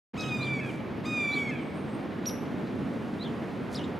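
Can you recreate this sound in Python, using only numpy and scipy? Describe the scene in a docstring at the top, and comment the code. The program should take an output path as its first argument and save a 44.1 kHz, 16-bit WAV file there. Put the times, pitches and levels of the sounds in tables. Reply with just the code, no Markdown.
"""A hawk screams twice: each scream is a sagging, reedy whistle that cracks down into a short hoarse ending.
Its voice is a sum of harmonics with jittered pitch, coloured by a throat, plus breath noise.
Small birds chirp nearer by as gliding tones with overtones; a thin song buzzes very high; rustles are noise.
Decaying noise tails make the woods echo the birds. Distant traffic is coloured noise with an engine's drone."""
import sys
import numpy as np
from scipy import signal
from scipy.fft import rfft, irfft
from scipy.io import wavfile

SR = 44100
rng = np.random.default_rng(int(sys.argv[2]) if len(sys.argv) > 2 else 0)


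def generate_wav(signal):
    """Clip the signal to [-1, 1] and save it as 16-bit WAV at the path in sys.argv[1]."""
    frames = np.transpose(np.atleast_2d(signal))
    scaled = np.clip(frames, -1, 1) * 32767
    pcm = np.round(scaled).astype(np.int16)
    wavfile.write(sys.argv[1], SR, pcm)


N = 175959
T = np.arange(N) / SR  # time (s)
TOP_HZ = 15650  # upper band edge


def undb(db):
    """Logarithmic level: decibels to amplitude gain."""
    return 10 ** (np.asarray(db) / 20)


def colour(points, hz):
    """Frequency response: gain of a (pitch_hz, level_db) curve, interpolated over log frequency."""
    f, db = np.array(points, float).T
    return undb(np.interp(np.log(np.maximum(hz, 1)), np.log(f), db))


def tint(x, points):
    """Linear filtering: the spectrum is multiplied by a frequency response."""
    return irfft(rfft(x) * colour(points, np.fft.rfftfreq(N, 1 / SR)), N)


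def noise(points):
    """Coloured noise: filtered white noise, scaled to unit rms."""
    x = tint(rng.standard_normal(N), points)
    return x / x.std()


def walk(rate_hz):
    """Random modulation: low-passed noise of unit spread that changes about rate_hz times a second."""
    lowpass = 1 + (np.fft.rfftfreq(N, 1 / SR) / rate_hz) ** 4
    x = irfft(rfft(rng.standard_normal(N)) / lowpass, N)
    return (x - x.mean()) / x.std()


def gate(start, end, rise, fall):
    """Amplitude envelope: open from start to end, with linear ramps just outside (s)."""
    return np.clip((T - start) / rise + 1, 0, 1) * np.clip((end - T) / fall + 1, 0, 1)


def turn(hz):
    """Frequency modulation: phase is the running integral of a moving pitch."""
    return 2 * np.pi * np.cumsum(hz) / SR


def woods(x, t60, treble_t60, onset, echo_db):
    """Diffuse scattering: many trunks return a decaying noise tail, with its own decay for the treble."""
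    t = T[:SR]
    mid, side = rng.standard_normal((2, SR))
    scatter = mid + 0.44 * side * np.array([[1], [-1]])
    low = signal.sosfilt(signal.butter(2, 4500, fs=SR, output="sos"), scatter)
    high = signal.sosfilt(signal.butter(2, 4500, "high", fs=SR, output="sos"), scatter)
    # each band falls 60 dB in its own reverberation time
    low_tail = low * np.exp(-np.log(1000) * t / t60)
    high_tail = high * np.exp(-np.log(1000) * t / treble_t60)
    tail = (low_tail + high_tail) * (1 - np.exp(-t / onset))
    tail /= np.sqrt(np.sum(tail ** 2) / 2)
    return x + undb(echo_db) * signal.fftconvolve(x[None], tail, axes=1)[:, :N]


# relative spectrum of distant traffic and air in the trees: pitch_hz [Hz], level_db [dB]
TRAFFIC = [(25, -39.5), (60, -20), (96, -8.5), (130, -6), (235, -0.5), (320, -6), (500, -12), (800, -18),
           (2200, -27.5), (3600, -36.5), (8000, -56.5), (11000, -56.5), (15500, -63)]
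# stereo width of that noise: pitch_hz [Hz], side minus mid level_db [dB]
WIDTH = [(30, 19), (70, -13), (160, -13.5), (600, -8.5), (2000, -8.5), (5000, -20), (12000, -7.5)]
# relative level of the deep rumble: start_s [s], level_db [dB]
RUMBLE = [(.2, 0), (2.2, -1.3), (2.85, 2), (3.3, -0.9), (3.8, 0.5)]
# peak level of a far engine's drone, before its random swell: start_s [s], level_db [dB]
DRONE = [(.14, -39.5), (.5, -34), (.7, -39), (.95, -58), (3.9, -85)]
DRONE_HZ, RUMBLE_HZ = 131.9, 310  # mean pitch; upper edge of the rumble
TRAFFIC_DB, SWELL_DB, FLICKER_DB = -34, -0.05, 0.56  # level; slow and fast random spread


def traffic():
    """Broadband source: wide mid-side noise with a varying low band, and the tone of one engine."""
    air = np.array([noise(TRAFFIC), tint(noise(TRAFFIC), WIDTH)])
    deep = signal.sosfiltfilt(signal.butter(2, RUMBLE_HZ, fs=SR, output="sos"), air)
    air = air - deep + deep * undb(np.interp(T, *np.array(RUMBLE).T))
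    mid, side = air * undb(TRAFFIC_DB + SWELL_DB * walk(1) + FLICKER_DB * walk(21.4))
    drone_level = undb(np.interp(T, *np.array(DRONE).T) + 2.8 * walk(19))
    drone = drone_level * np.sin(turn(DRONE_HZ * (1 + 0.0291 * walk(5.5))))
    return mid + drone + side * np.array([[1], [-1]])


# soft rustles high in the treble: centre start_s [s], half_width_s [s], level_db [dB]
RUSTLES = [(0.712, 0.071, -60.5), (1.397, 0.047, -60), (3.104, 0.96, -68.5), (3.743, 0.024, -51)]
# their relative spectrum: pitch_hz [Hz], level_db [dB]
RUSTLE = [(2000, 0), (6000, 2.5), (11000, -4), (15000, -19)]


def rustles():
    """Amplitude-modulated noise: bell-shaped swells with a random grain give faint swishes."""
    swell = sum(undb(db) * np.exp(-((T - s) / width) ** 2) for s, width, db in RUSTLES)
    return swell * undb(1.9 * walk(200)) * noise(RUSTLE)


# a faint, very high song: start_s [s], pitch_hz [Hz], trill_depth_hz [Hz], level_db [dB]
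THIN_SONG = [(1.61, 8270, 80, -70), (1.73, 8280, 129, -73), (1.77, 9100, 760, -63.5),
             (1.81, 9250, 594, -72), (1.85, 8640, 700, -81), (1.89, 8000, 705, -72),
             (1.954, 8780, 286, -65.5), (1.98, 8700, 300, -77)]
TRILL_HZ = 95  # mean trill rate


def thin_song():
    """Frequency modulation: a fast, unsteady trill turns a thin whistle into a buzz."""
    s, hz, depth, db = np.array(THIN_SONG, float).T
    trill = np.sin(turn(TRILL_HZ * (1 + 0.18 * walk(39.7)))) + 0.39 * walk(404)
    loud = gate(s[0], s[-1], 0.017, .019) * undb(np.interp(T, s, db) + 2.8 * walk(90))
    return loud * np.sin(turn(np.interp(T, s, hz) + np.interp(T, s, depth) * trill))


# note shapes of the small birds: start_s from the accent [s], pitch_hz [Hz], level_db [dB]
SWOOP = [(-.011, 3500, -5.5), (-.003, 4940, -2.5), (.002, 5400, 1), (.010, 4030, -5), (.023, 3600, -6),
         (.034, 3170, -2.5), (.046, 2800, -10), (.068, 2950, -12.5), (.087, 3750, -6), (.105, 3100, -15)]
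CHIRRUP = [(-.04, 3550, -23), (-.021, 3980, -12), (-.005, 4000, -5.5), (0, 4370, -10), (.004, 3130, -17),
           (.008, 4700, -15), (.014, 3200, -17), (0.022, 3717, -12), (.036, 3190, -12.5),
           (0.047, 2900, -23)]
CHIP = [(-.018, 2800, -21), (-.014, 4110, -8), (-.012, 5550, -12), (-.002, 5823, -1), (.008, 5710, -3.5),
        (.021, 4950, -16), (0.023, 3750, -23), (.028, 3000, -14)]
# bird notes: accent start_s [s], shape, level_db [dB], overtone_db [dB], roughness [0-1],
# rasp_db [dB], echo_db [dB]
NOTES = [(0.207, SWOOP, -43, -24.5, .55, -25, 2), (0.436, CHIRRUP, -35, -40, 0.14, -35, 0),
         (1.347, CHIRRUP, -33, -45, 0, -35, 2), (2.273, CHIP, -30.5, -14.5, 0.04, -12.5, -2),
         (2.684, CHIRRUP, -53, -30, .5, -20, 7), (3.231, CHIRRUP, -34.5, -43, 0, -35, 3.5),
         (3.758, SWOOP, -42, -22, .6, -16, -2.5)]
# air in the rasp of a note: pitch_hz [Hz], relative level_db [dB]
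BIRD_RASP = [(2000, 2), (3600, 3.5), (6800, -4), (8500, -26), (15000, -34)]
NOTE_JITTER = 0.0558  # share of the pitch at roughness 1
LEAP_HZ_PER_S = 150000  # glide rate at which the rasp approaches its full level
OVERTONE_SWELL_DB, OVERTONE_SWELL_S = 4.5, 0.004  # rise to either side of the accent
GROUND_LAG_S, GROUND_DB = 0.017, -11.5
BIRD_T60_S, BIRD_TREBLE_T60_S, BIRD_ONSET_S = 0.33, 0.38, 0.001


def small_birds():
    """Gliding tones: quick whistles rasp where pitch leaps, then reflect off the ground and the woods."""
    out, air = 0, noise(BIRD_RASP)
    for start, shape, db, overtone_db, rough, rasp_db, echo_db in NOTES:
        s, hz, shape_db = np.array(shape, float).T
        pitch = np.interp(T, start + s, hz)
        sounding = gate(start + s[0], start + s[-1], 0.0028, 0.0015)
        phase = turn(pitch * (1 + NOTE_JITTER * rough * walk(700)))
        loud = undb(np.interp(T, start + s, shape_db) + 6.1 * rough * walk(780))
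        accent = np.clip((T - start) / OVERTONE_SWELL_S, -1, 1)
        overtone = undb(overtone_db + OVERTONE_SWELL_DB * accent)
        whistle = np.sqrt(2) * loud * (np.sin(phase) + overtone * np.sin(2 * phase))
        leap = np.tanh(abs(np.gradient(pitch)) * SR / LEAP_HZ_PER_S)
        note = undb(db) * sounding * (whistle + undb(rasp_db) * leap * air)
        note = note + undb(GROUND_DB) * np.interp(T - GROUND_LAG_S, T, note)
        out = out + woods(note, BIRD_T60_S, BIRD_TREBLE_T60_S, BIRD_ONSET_S, echo_db)
    return out


TWINKLE_DB, GRAIN_DB = 2, 1.5  # spread of each harmonic's slower and faster flicker


def stack(hz, throat, orders, envelope, treble_db=0):
    """Source and filter: throat-coloured harmonics twinkle on their way through the air, with a fast grain."""
    out, on = np.zeros(N), envelope > 0
    phase = turn(hz)[on]
    twinkle = undb(TWINKLE_DB * walk(33) + GRAIN_DB * walk(130))
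    treble_db = (treble_db + np.zeros(N))[on]
    for k in orders:
        # the treble lift grows with frequency and is complete at TOP_HZ
        gain = colour(throat, k * hz[on]) * undb(treble_db * (k * hz[on] / TOP_HZ))
        out[on] += gain * np.sin(k * phase) * np.roll(twinkle, rng.integers(N))[on]
    return np.sqrt(2) * out * envelope


# throat response in the held part: pitch_hz [Hz], level_db [dB]
THROAT = [(3600, 1), (4600, -7.5), (5150, -7), (5900, -16.5), (6400, -9.5), (7200, -13.5), (8200, -19),
          (9500, -25), (11000, -40), (13800, -31), (15000, -44)]
# air through the throat: pitch_hz [Hz], relative level_db [dB]
RASP = [(1500, -8), (5000, 13), (8000, 7), (15000, -6)]
SCOOP_S, SCOOP_SHARE, SCOOP_DB, SCOOP_TREBLE_DB = .022, .3, -10, -41  # start: low, soft and dull
CRACK_S = 0.0039  # length of the quick ramps
JITTER, ONSET_JITTER, ONSET_S = 0.0022, 0.0115, 0.019  # share of pitch, held and added at the start
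FLUTTER_DB, RASP_DB = 0.78, -15  # random level spread; breath relative to the reed
REED_DB, REED_FADE_DB_PER_S = -46.5, 25.5
FUNDAMENTAL_DB, FUNDAMENTAL_FADE_DB_PER_S = -45, 29
GAPE_S, GAPE_WIDTH_S = 0.29, 0.17  # time of the widest beak, and its spread


def scream(curve, gape_db, count=14):
    """Resonance: a rough scoop leads to a sagging note whose second harmonic rings; a wide beak lifts treble."""
    s, pitch, ring_db = np.array(curve, float).T
    scoop = np.clip((s[0] - T) / SCOOP_S, 0, 1)
    age = np.clip(T - s[0], 0, 1)
    jitter = JITTER + ONSET_JITTER * np.exp(-age / ONSET_S) + 0.0414 * scoop
    hz = np.interp(T, s, pitch) * (1 - SCOOP_SHARE * scoop) * (1 + jitter * walk(368))
    sounding = gate(s[0] - SCOOP_S, s[-1] + CRACK_S, CRACK_S, CRACK_S)
    effort = sounding * undb(SCOOP_DB * scoop + FLUTTER_DB * walk(70))
    ring = np.sin(2 * turn(hz)) * undb(np.interp(T, s, ring_db))
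    fundamental = np.sin(turn(hz)) * undb(FUNDAMENTAL_DB - FUNDAMENTAL_FADE_DB_PER_S * age)
    reed = effort * undb(REED_DB - REED_FADE_DB_PER_S * age)
    gape = np.exp(-((age - GAPE_S) / GAPE_WIDTH_S) ** 2)
    treble_db = gape_db * gape + SCOOP_TREBLE_DB * scoop
    lowest = np.sqrt(2) * effort * (ring + fundamental)
    upper = stack(hz, THROAT, range(3, count), reed, treble_db)
    return lowest + upper + undb(RASP_DB) * reed * noise(RASP)


# throat response in the hoarse ending: pitch_hz [Hz], level_db [dB]
HOARSE_THROAT = [(800, -25), (1700, -2.5), (2100, 3), (2450, 0.5), (3100, -2.5), (4200, -36), (6000, -32)]
HOARSE_JITTER, RELEASE_S = 0.0082, 0.01  # share of pitch; length of the final fade


def ending(start, length, first_hz, last_hz, first_db, last_db, count=12):
    """Register break: the voice cracks to a lower, rougher pitch and droops as it stops."""
    span = [start, start + length]
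    droop = np.clip((T - span[1]) / RELEASE_S + 1, 0, 2)
    glide = np.interp(T, span, [first_hz, last_hz])
    hz = glide * (1 - 0.083 * droop) * (1 + HOARSE_JITTER * walk(300))
    level_db = np.interp(T, span, [first_db, last_db]) + 0.68 * walk(60)
    effort = gate(*span, CRACK_S, RELEASE_S) * undb(level_db)
    return stack(hz, HOARSE_THROAT, range(1, count), effort) + undb(-25) * effort * noise(RASP)


# held part of each scream: start_s [s], pitch_hz [Hz], second harmonic level_db [dB]
SCREAM_1 = [(0.18, 1275, -44.5), (0.238, 1262, -40), (0.282, 1277, -48.5), (0.32, 1229, -33.5),
            (0.362, 1232, -35.5), (0.384, 1213, -47), (0.414, 1194, -36.5), (0.47, 1181, -38),
            (0.529, 1169, -30.5), (0.586, 1124, -42), (0.6, 1095, -38)]
SCREAM_2 = [(1.059, 1223, -45.5), (1.078, 1240, -42), (1.146, 1233, -31.5), (1.234, 1181, -30),
            (1.305, 1155, -30.5), (1.346, 1161, -35.5), (1.373, 1142, -30.5), (1.423, 1130, -33),
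            (1.446, 1107, -39.5), (1.468, 1118, -35), (1.505, 1053, -38)]
# hoarse endings, before droop: length_s [s], first_hz [Hz], last_hz [Hz], first_db [dB], last_db [dB]
ENDINGS = [(0.097, 874, 790, -47.5, -47), (.115, 876, 745, -46, -54.5)]
# treble lift at TOP_HZ with the widest beak, one value a scream: level_db [dB]
GAPE_DB = [6.5, 11.5]


def hawk():
    """Voiced registers in sequence: two screams, each running into its hoarse ending."""
    out = 0
    for curve, gape_db, end in zip([SCREAM_1, SCREAM_2], GAPE_DB, ENDINGS):
        crack = curve[-1][0] + 2 * CRACK_S
        out = out + scream(curve, gape_db) + ending(crack, *end)
    return out


WOODS_T60_S, WOODS_TREBLE_T60_S, WOODS_ONSET_S, HAWK_ECHO_DB = 0.98, 0.24, 0.02, -16
SONG_ECHO_DB = 0.5
PAN_DB = -1  # left minus right


def scene():
    """Superposition: hawk and traffic lie a little to the right; the other sources are added to them."""
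    far = woods(hawk(), WOODS_T60_S, WOODS_TREBLE_T60_S, WOODS_ONSET_S, HAWK_ECHO_DB)
    song = woods(thin_song(), BIRD_T60_S, BIRD_TREBLE_T60_S, BIRD_ONSET_S, SONG_ECHO_DB)
    pan = undb(np.array([[PAN_DB], [-PAN_DB]]) / 2)
    return (far + traffic()) * pan + small_birds() + song + rustles()


START_S = 0.1336


def record(dry):
    """Band limiting: the sound opens after a moment of silence, and a steep low-pass cuts the top."""
    opened = dry * np.clip((T - START_S) / 0.011, 0, 1)
    return signal.sosfilt(signal.ellip(10, .2, 80, TOP_HZ, fs=SR, output="sos"), opened)


dry = scene()
out = record(dry)
generate_wav(out)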